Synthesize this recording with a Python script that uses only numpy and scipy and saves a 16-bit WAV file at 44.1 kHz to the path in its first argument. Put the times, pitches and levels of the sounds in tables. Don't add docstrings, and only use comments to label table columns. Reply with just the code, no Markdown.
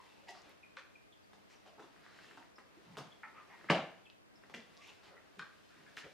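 import sys
import numpy as np
from scipy import signal
from scipy.fft import rfft, irfft
from scipy.io import wavfile
from scipy.ndimage import uniform_filter1d

SR = 44100
rng = np.random.default_rng(int(sys.argv[2]) if len(sys.argv) > 2 else 0)


def dump(signal):
    limited = np.clip(np.atleast_2d(signal).T, -1, 1)
    pcm = np.round(limited * 32767).astype(np.int16)
    wavfile.write(sys.argv[1], SR, pcm)


N = 270628


def gain_of(db):
    return 10 ** (np.asarray(db) / 20)


def evened(x):
    return x / np.sqrt(np.mean(x ** 2) + 1e-20)


def burst(x):
    return x * np.sqrt(SR / 50 / np.sum(x ** 2))


def read(points, hz):
    f, value = np.transpose(points)
    return np.interp(np.log(hz + 1), np.log(f + 1), value)


def add(mix, s, sound):
    part = mix[round(s * SR):][:len(sound)]
    part += sound[:len(part)]


def click(points, size=4096):
    hz = abs(np.fft.fftfreq(size, 1 / SR))
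    log_gain = np.log(gain_of(read(points, hz)))
    spectrum = np.exp(np.conj(signal.hilbert(log_gain)))
    return burst(np.fft.ifft(spectrum).real[:size // 2])


def ring(hz, width_hz, order=1, size=4096):
    t = np.arange(size) / SR
    envelope = t ** order * np.exp(-np.pi * width_hz * t)
    return burst(envelope * np.sin(2 * np.pi * hz * t))


def hollow(modes, pitch=1):
    return burst(sum((-1) ** k * gain_of(db) * ring(hz * pitch, width_hz)
                     for k, (hz, width_hz, db) in enumerate(modes)))


def grains(grain_db, size=N):
    slip_db = grain_db * np.minimum(rng.exponential(1, size), 5)
    return rng.standard_normal(size) * gain_of(slip_db)


def crackle(decay_s, grain_db, size=2048):
    decay = np.exp(-np.arange(size) / SR / decay_s)
    return burst(grains(grain_db, size) * decay)


def drag(length_s, hz, width_hz, grain_db, glide_oct=0, fade=0.62, size=4096):
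    span, t = max(round(length_s * SR), 8), np.arange(size) / SR
    slips = grains(grain_db, span) * signal.windows.tukey(span, min(fade, 1))
    slips = np.pad(slips, (0, size))
    progress = np.minimum(np.arange(len(slips)) / span, 1)
    pitch_hz = hz * 2 ** (glide_oct * (progress - .5))
    turn = np.exp(2j * np.pi * np.cumsum(pitch_hz) / SR)
    decay = t * np.exp(-np.pi * width_hz * t)
    resonance = signal.fftconvolve(slips / turn, decay)[:len(slips)]
    return burst((turn * resonance).imag)


def paired(a, b, same):
    same = np.clip(same, -1, 1)
    mid, side = a * np.sqrt((1 + same) / 2), b * np.sqrt((1 - same) / 2)
    return np.array([mid + side, mid - side])


# f/Hz, relative level/dB
HISS_SPECTRUM = [(15, -31.5), (25, -18), (96, -3), (164, -7), (204, 0), (274, -6), (305, -5.5), (410, -4.5),
                 (631, -7.5), (703, -8.5), (2630, -17.5), (3440, -20), (4260, -23), (5280, -24.5),
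                 (15500, -36.5)]
# f/Hz, left-right likeness/-1..1
HISS_LIKENESS = [(40, -0.57), (130, -0.9), (640, -0.74), (1400, -0.92), (15000, -0.27)]
# f/Hz, rms level/dB
HUM = [(100, -90.5), (199.5, -87.5), (301.5, -81.5), (651, -87.5)]


def camera(hiss_db=-64):
    hz, t = np.fft.rfftfreq(N, 1 / SR), np.arange(N) / SR
    noise = rfft(rng.standard_normal((2, N)))
    z = paired(*noise, read(HISS_LIKENESS, hz)) * gain_of(read(HISS_SPECTRUM, hz))
    hum = sum(np.sqrt(2) * gain_of(db) * np.sin(2 * np.pi * (f * t + rng.random())) for f, db in HUM)
    return gain_of(hiss_db) * evened(irfft(z, N)) + hum


def lens(tick_db=-85, hz=4600, width_hz=600, share=0.68, jitter_s=0.0023):
    out, times = np.zeros(N), np.arange(.02, N / SR, .04)
    for s, (chance, late) in zip(times, rng.random((len(times), 2))):
        if chance < share:
            add(out, s + jitter_s * late, gain_of(tick_db) * ring(hz, width_hz))
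    return out


# f/Hz, t60/s
ROOM_T60 = [(80, 0.13), (170, 0.34), (480, 0.41), (1000, 0.47), (2700, 0.47), (5400, 0.36), (8000, 0.33),
            (14000, 0.22)]
# f/Hz, left-right likeness/-1..1
ROOM_LIKENESS = [(100, 0.94), (640, 0.95), (1400, 0.76), (3100, 0.55), (6800, 0.41), (15000, .05)]
# f/Hz, relative level/dB
ROOM_COLOUR = [(100, -3.5), (600, 0.5), (1500, -4), (3000, -2), (6000, 0.5), (9000, 0), (14000, 0)]


def room(x, first_s=.003, early_db=4.0, early_s=0.011, size=256):
    t = np.arange(SR) / SR
    present = (rng.random((2, SR)) < .1) * (t > first_s)
    reflections = rng.choice([-1., 1.], (2, SR)) * present
    reflections *= gain_of(early_db * np.exp(-t / early_s))
    hz, at, z = signal.stft(reflections, SR, nperseg=size)
    decay_db = -60 * at / read(ROOM_T60, hz)[:, None]
    z = paired(*z, read(ROOM_LIKENESS, hz)[:, None])
    z = z * gain_of(read(ROOM_COLOUR, hz)[:, None] + decay_db)
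    tail = signal.istft(z, SR, nperseg=size)[1]
    return signal.fftconvolve(x[None], tail / np.linalg.norm(tail[0]), axes=1)[:, :N]


def moving_room(x, turn_hz=17, count=3):
    turns = turn_hz * np.arange(N) / SR
    return sum(room(x * np.sqrt(2 / count) * np.cos(2 * np.pi * (turns + k / count)))
               for k in range(count))


def low_cut(x, edge_hz=70, order=2):
    return signal.sosfilt(signal.butter(order, edge_hz, "highpass", fs=SR, output="sos"), x)


# t/s, body level/dB, hiss level/dB (before rest floor, trims)
RUSTLE = [
    [(0.0, -70, -69.5), (0.34, -69.5, -74), (1.14, -71.5, -75.5), (2.11, -68, -72.5), (2.24, -65.5, -68),
     (2.56, -71, -76.5), (2.85, -68, -72), (3.07, -68.5, -72), (3.36, -68.5, -73.5), (3.66, -64.5, -70)],
    [(4.05, -70.5, -75.5), (4.15, -71, -79), (4.42, -70, -74.5), (4.68, -69, -72), (4.89, -68.5, -68),
     (4.99, -68.5, -72.5), (5.19, -69, -74), (5.75, -70.5, -71.5), (5.89, -67.5, -71), (6.13, -72.5, -69.5)],
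]
# f/Hz, relative level/dB
RUSTLE_BODY = [(60, -19.5), (170, 6), (350, 2), (800, 1), (1700, 2), (2600, -5), (4000, -40)]
# f/Hz, relative level/dB
RUSTLE_HISS = [(1200, -13.5), (2600, 4), (4500, -0.5), (7000, -9.5), (10000, -15.5), (15000, -22)]


def rustle(grain_db=5.0, body_db=-0.94, hiss_db=-2, body_rest_db=-73, hiss_rest_db=-77):
    s, body, hiss = np.vstack(RUSTLE).T
    parts = ((body, body_rest_db, body_db, RUSTLE_BODY),
             (hiss, hiss_rest_db, hiss_db, RUSTLE_HISS))
    out, t = np.zeros(N), np.arange(N) / SR
    for level_db, rest_db, trim_db, colour in parts:
        motion = np.sqrt(np.maximum(gain_of(level_db) ** 2 - gain_of(rest_db) ** 2, 0))
        noise = evened(signal.oaconvolve(grains(grain_db), click(colour))[:N])
        out += gain_of(trim_db) * np.interp(t, s, motion) * noise
    return out


# t/s, level/dB (before trims), settled f/Hz, fall into it/share of f, swell/s
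PIPS = [(0.629, -58.5, 2450, 0.082, 0.0053), (0.952, -61.5, 2420, .08, 0.0048),
        (1.120, -63.5, 3420, 0.116, 0.0084), (1.229, -76, 4670, .03, 0.0097),
        (1.553, -74, 5680, 0.11, 0.0072), (2.554, -69, 5150, 0.21, 0.0057), (3.115, -65, 3340, .1, 0.0069),
        (4.054, -65.5, 3150, 0.12, 0.0035), (4.061, -64.5, 2586, 0.093, .006),
        (4.099, -66.5, 2705, 0.14, .002), (4.354, -72, 5120, 0.16, .004)]


def pips(settle_s=0.00293, pip_db=-4.0, fuzz_db=-5.0, fuzz_width=0.12, fuzz_swells=2.6, size=4096):
    out, t = np.zeros(N), np.arange(size) / SR
    for s, db, hz, fall, swell_s in PIPS:
        pitch_hz = hz * (1 + fall * np.exp(-t / settle_s))
        phase = 2 * np.pi * np.cumsum(pitch_hz) / SR
        swell = (t * np.exp(-t / swell_s)) ** 2
        fuzz = drag(fuzz_swells * swell_s, hz, fuzz_width * hz, grain_db=3.5, glide_oct=-fall)
        add(out, s, gain_of(db + pip_db) * burst(swell * np.sin(phase)))
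        add(out, s, gain_of(db + fuzz_db) * fuzz)
    return out


# start t/s, length/s, level/dB (before trim), first f/Hz, last f/Hz,
# octave above/dB re fundamental
SQUEAKS = [(0.0, 0.0082, -54.5, 1045, 1025, -15), (3.365, 0.057, -60.5, 1325, 1186, -14),
           (3.497, 0.085, -60.5, 949, 917, -1), (4.544, .075, -58.5, 215.3, 247, -11.5),
           (4.773, 0.058, -67, 1098, 1214, -16), (6.031, 0.015, -60, 1960, 1460, -25)]


def squeaks(jitter=.03, jitter_s=.002, fade=0.72, squeak_db=-2):
    out = np.zeros(N)
    for s, length_s, db, first_hz, last_hz, octave_db in SQUEAKS:
        size = round(length_s * SR)
        wobble = uniform_filter1d(rng.standard_normal(size), max(round(jitter_s * SR), 1))
        pitch_hz = np.linspace(first_hz, last_hz, size) * (1 + jitter * evened(wobble))
        phase = 2 * np.pi * np.cumsum(pitch_hz) / SR
        tone = np.sin(phase) + gain_of(octave_db) * np.sin(2 * phase)
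        tone *= signal.windows.tukey(size, min(fade, 1))
        add(out, s, gain_of(db + squeak_db) * evened(tone))
    return out


# start t/s, length/s, level/dB
RASPS = [(0.268, 0.014, -64), (0.278, .02, -52.5), (0.335, 0.065, -70)]
# f/Hz, width/Hz, relative level/dB
RASP_HOLLOW = [(780, 240, -1.5), (1995, 400, -3.5), (2790, 690, -14), (3220, 330, -20), (3940, 520, -20),
               (4920, 590, -12.5), (7050, 1000, -22)]


def rasps(grain_db=6):
    out, cavity = np.zeros(N), hollow(RASP_HOLLOW)
    for s, length_s, db in RASPS:
        slips = grains(grain_db, round(length_s * SR))
        slips *= signal.windows.tukey(len(slips), .7)
        add(out, s, gain_of(db) * burst(signal.fftconvolve(slips, cavity)))
    return out


# t/s, level/dB, pitch factor,
# smack/dB re clack
CLACKS = [
    [(0.7672, -67.5, 1.4, 2), (0.7698, -54.5, 0.98, 0), (0.7775, -59.5, 1.05, -1.5), (0.786, -64, 1.46, 1),
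     (0.7945, -62.5, 1.13, -3)],
    [(3.2325, -54, 1.055, 2), (3.240, -56.5, 1.02, -1), (3.2505, -56, 1.02, -2)],
    [(5.3878, -70, 2.0, 0), (5.3918, -60, 1.35, -2), (5.3935, -47.5, 0.97, -12), (5.3985, -53.5, 1.03, -5),
     (5.4135, -57, 1.02, -5), (5.423, -57, 1.01, -2)],
]
# f/Hz (before pitch factor), width/Hz, relative level/dB
MOUTHS = [
    [(540, 59, -11), (890, 140, -10), (1228, 230, 2.5), (1580, 260, 0), (1990, 240, -7), (2340, 260, 0.5),
     (2800, 340, -10), (3380, 960, -8), (4140, 580, -8.5), (5770, 2600, -14.5)],
    [(830, 84, -6), (1000, 200, -19), (1290, 240, 2), (1510, 240, -9), (1830, 240, 1.5), (2120, 200, -11),
     (2340, 200, -9)],
    [(853, 180, -14.5), (1172, 160, -2.5), (1380, 280, -6), (1560, 110, 0), (1820, 200, -5),
     (2400, 240, -9.5), (3150, 470, -11), (3680, 330, -16), (4240, 300, -13), (5130, 250, -16.5),
     (7260, 3000, -22.5)],
]


def jaws(smack_s=0.007, grain_db=5):
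    out = np.zeros(N)
    for contacts, modes in zip(CLACKS, MOUTHS):
        for s, db, pitch, smack_db in contacts:
            mouth = hollow(modes, pitch)
            smack = burst(signal.fftconvolve(mouth, crackle(smack_s, grain_db)))
            add(out, s, gain_of(db) * mouth)
            add(out, s, gain_of(db + smack_db) * smack)
    return out


# f/Hz, relative level/dB, t60/s
BOARDS = [(97, -20.5, .55), (153.1, 0, 0.35), (175, 4, 0.35), (214, 1, 0.28), (260, -1.5, 0.36),
          (343.3, -8, 0.56), (411, -6, 0.39), (473, -1.5, 0.42), (573, 9, 0.22), (684, -3, 0.38),
          (735, -10, 0.4), (880, -5, 0.37), (960, -14, .45), (1170, -1, .17), (1160, 2, 0.17),
          (1298, 4, .16), (1510, 3, 0.11), (1780, -6, .12), (2010, -4, .13), (2490, -9, .12),
          (3020, -10, 0.31)]


def boards(ring_db=-28.0, rise_s=0.00071):
    out, t = np.zeros(N), np.arange(SR) / SR
    modes = sum(gain_of(db - 60 * t / t60) * np.sin(2 * np.pi * (hz * t + rng.random()))
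                for hz, db, t60 in BOARDS)
    onset = (1 - np.exp(-t / rise_s)) ** 2
    add(out, KNOCKS[0][0], gain_of(ring_db) * burst(modes * onset))
    return out


# t/s, level/dB, f/Hz
CRACKS = [(3.6994, -35.5, 2370), (3.7016, -34, 1730), (3.7018, -33.5, 1290), (3.7020, -42.5, 2900),
          (3.7045, -41, 1570), (3.7085, -48.5, 4880), (3.7215, -50, 2900), (3.7715, -51, 2380)]


def crack(width_hz=650):
    out = np.zeros(N)
    for s, db, hz in CRACKS:
        add(out, s, gain_of(db) * ring(hz, width_hz))
    return out


# t/s, level/dB (before direct and room trims)
KNOCKS = [(3.7016, -32.5), (3.708, -49), (3.7194, -56), (3.7504, -47.5)]
# f/Hz, relative level/dB
BLOW = [(50, -56), (100, -5), (125, -9), (165, 5), (240, 4.5), (380, -3), (470, -1.5), (600, 2.5),
        (1050, -4.5), (1800, -5), (3000, -6), (3700, -12), (5000, -20), (7000, -26.5), (10000, -37.5),
        (15000, -51)]


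def knock():
    out, blow = np.zeros(N), click(BLOW)
    for s, db in KNOCKS:
        add(out, s, gain_of(db) * blow)
    return out


# t/s, level/dB, f/Hz
TAPS = [(0.307, -73, 7500), (0.351, -64, 1310), (0.419, -73, 5770), (0.495, -79, 11100), (0.755, -76, 2600),
        (1.51, -78, 2020), (1.963, -66.5, 1550), (2.064, -61.5, 1620), (2.189, -62.5, 1640),
        (2.245, -64, 1620), (2.312, -62, 1610), (2.427, -66, 1710), (2.955, -67, 2000), (3.612, -65, 1450),
        (3.644, -62, 1500), (4.1004, -67.5, 3700), (4.547, -62, 3000), (4.604, -68.5, 3900),
        (4.769, -70.5, 4560), (4.775, -68, 4380), (4.876, -78.5, 10500), (4.893, -66, 2730),
        (5.168, -70, 1400), (5.692, -76, 4550), (5.979, -59, 2300), (5.989, -62, 2600)]


def taps(width_share=1.0):
    out = np.zeros(N)
    for s, db, hz in TAPS:
        add(out, s, gain_of(db) * ring(hz, width_share * hz, order=3))
    return out


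# start t/s, length/s, level/dB (before trim), f/Hz, width/share of f,
# upper f/Hz, upper level/dB re lower, glide/octaves
BAND_NOISES = [(0.0, 0.09, -73, 930, 0.36, 1870, 1.5, -0.16),
               (0.06, .18, -77.5, 2650, 0.14, 875, 0, -0.045),
               (0.212, 0.038, -68.5, 600, .35, 2400, -6, -0.14),
               (0.333, 0.074, -65, 1060, 0.79, 4200, -1.5, .2), (0.425, 0.11, -73, 600, 2.3, 2150, 8, .1),
               (0.445, .07, -71, 258, 0.52, 523, -4, -0.21), (1.488, 0.069, -67, 2040, 1, 5000, -4, .1),
               (1.65, 0.052, -65, 690, 0.39, 2930, -6, 0.3), (1.777, 0.029, -61, 405, 0.58, 920, 0.5, 0.02),
               (1.99, 0.3, -67.5, 1600, 0.5, 4150, -5.5, 0.17),
               (2.1, 0.33, -71.5, 2820, .4, 7000, -12, 0.016),
               (2.757, 0.042, -67, 330, 0.87, 1090, -18, .1),
               (2.84, 0.2, -62.5, 176, 0.39, 940, -8.5, 0.0099),
               (2.974, 0.042, -53, 153, 0.17, 279, -7, 0.0019),
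               (3.335, 0.093, -60.5, 1240, 0.61, 2180, -5.5, .1),
               (3.49, 0.075, -63.5, 940, 0.35, 1990, 0.5, .05),
               (3.683, 0.032, -42, 1640, 0.49, 3400, -21, 0.11),
               (3.738, 0.068, -45, 670, 0.4, 1320, -4, .1), (4.559, 0.064, -67, 230, 0.15, 500, -6, 0.077),
               (4.68, 0.043, -69, 182, .3, 900, -10, -.2),
               (4.796, 0.125, -62, 2600, 0.44, 5960, -10.5, .35),
               (4.868, 0.043, -67.5, 880, 0.37, 3680, 0, -.1), (5.02, 0.089, -68, 1300, 1.7, 2870, 3, -.2),
               (5.099, 0.056, -64, 554, 0.39, 1350, -3.5, .15),
               (5.155, 0.044, -65, 1920, 0.14, 1340, -6, 0.033),
               (5.356, 0.079, -64.5, 189, 0.45, 402, -5.5, -0.072),
               (5.686, 0.077, -68.5, 1530, 0.3, 2300, -12, 0.14),
               (5.755, 0.073, -66.5, 238, 0.86, 1650, -2, 0.06),
               (5.855, 0.041, -63, 1610, .2, 2210, -7, .1), (6.034, 0.04, -57, 458, 0.89, 1520, -8, -0.1)]


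def band_noises(grain_db=2.0, trim_db=-2.0, fade=0.44):
    out = np.zeros(N)
    for s, length_s, db, hz, width_share, upper_hz, upper_db, glide_oct in BAND_NOISES:
        lower, upper = (drag(length_s, f, width_share * f, grain_db, glide_oct, fade)
                        for f in (hz, upper_hz))
        noise = (lower + gain_of(upper_db) * upper) * np.sqrt(length_s / 0.02)
        add(out, s, gain_of(db + trim_db) * noise)
    return out


def claws(spread_s, follow_db=-2, pitch_scatter=0.49, count=4):
    index = np.arange(count)
    later = index > 0
    delay_s = later * abs(spread_s) * (index - rng.random(count) / 2) / (count - 1)
    softer = gain_of(follow_db) * min(abs(spread_s) / 0.0018, 1)
    force = np.where(later, softer * rng.choice([-1, 1], count), 1)
    pitch = np.exp(later * pitch_scatter * (2 * rng.random(count) - 1))
    return zip(delay_s, force / np.linalg.norm(force), pitch)


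# t/s, clack level/dB, clack f/Hz, tick level/dB, pad level/dB, skid f/Hz, claw spread/s
STEPS = [(0.284, -72, 2760, -59, -70.5, 385, .022), (1.332, -63.5, 1460, -71.5, -73.5, 207, 0.0028),
         (1.661, -62, 835, -69.5, -75, 620, 0.016), (1.794, -56, 1000, -69.5, -63, 385, 0.0097),
         (1.823, -61, 1140, -70, -68, 292, 0.007), (2.374, -55, 1210, -68.5, -67.5, 305, 0.0078),
         (2.583, -57.5, 1320, -71, -69.5, 263, 0.0052), (2.97, -47.5, 1230, -53.5, -51.5, 239, 0.022),
         (3.643, -60, 1230, -97, -61.5, 200, 0.00083), (4.437, -66.5, 1540, -84, -70.5, 200, 0.0009),
         (4.497, -64, 1360, -69.5, -64.5, 183, 0.0039), (4.540, -48, 1930, -58, -56.5, 225, 0.0089),
         (5.968, -79, 2000, -56.5, -85, 300, 0.002), (5.9721, -47.5, 1690, -68, -81, 298, 0.00026),
         (5.9789, -57, 1740, -57.5, -82, 300, .006), (6.039, -58, 1590, -75, -76, 430, 0.0061)]


def skids(grain_db=4, graze_s=.006):
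    skid_s, skid_db, skid_width = 0.032, -5, 0.29
    slow_hz, db_per_octave = 185, 7.5
    scratch_s, scratch_db, scratch_hz, scratch_width_hz = 0.041, -4.5, 4460, 5400
    out = np.zeros(N)
    for s, _, _, tick_db, pad_db, hz, _ in STEPS:
        start_s = s - graze_s
        db = pad_db + skid_db + db_per_octave * np.log2(hz / slow_hz)
        scratch = drag(scratch_s, scratch_hz, scratch_width_hz, grain_db)
        add(out, start_s, gain_of(db) * drag(skid_s, hz, skid_width * hz, grain_db))
        add(out, start_s, gain_of(tick_db + scratch_db) * scratch)
    return out


# f/Hz, relative level/dB
TICK = [(200, -51), (900, -34.5), (2800, 16.5), (5000, 6), (8000, -4.5), (11000, -10.5), (15000, -15)]
# f/Hz, relative level/dB
THUD = [(50, -47), (90, -28.5), (125, -15.5), (160, -6.5), (230, -2.5), (330, -4.5), (600, -3), (1200, -18),
        (4000, -49)]


def steps(clack_width_hz=1200, clack_db=-2, tick_db=-3, thud_db=-2, pad_lag=0.4, grain_db=4,
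          tick_decay_s=0.0011):
    out, tip, thud = np.zeros(N), click(TICK), click(THUD)
    for s, clack_level, hz, tick_level, pad_level, _, spread_s in STEPS:
        for delay_s, force, pitch in claws(spread_s):
            clack = ring(hz * pitch, clack_width_hz, order=2)
            tick = burst(signal.fftconvolve(tip, crackle(tick_decay_s, grain_db)))
            add(out, s + delay_s, force * gain_of(clack_level + clack_db) * clack)
            add(out, s + delay_s, force * gain_of(tick_level + tick_db) * tick)
        add(out, s + pad_lag * spread_s, gain_of(pad_level + thud_db) * thud)
    return out


def scene(paw_room_db=1, noise_room_db=-2, tap_room_db=-3, jaw_room_db=-1, knock_room_db=5.0,
          knock_direct_db=-3, crack_room_db=-6, pip_room_db=-1, left_db=0.3):
    paws = steps() + skids() + rasps() + rustle()
    noises = band_noises() + squeaks()
    tips, mouth, blow, front, pings = taps(), jaws(), knock(), crack(), pips()
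    direct = paws + noises + tips + mouth + gain_of(knock_direct_db) * blow + front + pings + boards()
    sent = gain_of(paw_room_db) * paws + gain_of(noise_room_db) * noises
    sent += gain_of(tap_room_db) * tips + gain_of(jaw_room_db) * mouth
    sent += gain_of(knock_room_db) * blow + gain_of(crack_room_db) * front
    sent += gain_of(pip_room_db) * pings
    heard = low_cut(direct + moving_room(sent)) + camera() + lens()
    return heard * gain_of([[left_db], [-left_db]])


def record(dry, edge_hz=15400):
    lowpass = signal.firwin(511, edge_hz, window=("kaiser", 9), fs=SR)
    return signal.oaconvolve(dry, lowpass[None], "same")


dry = scene()
out = record(dry)
dump(out)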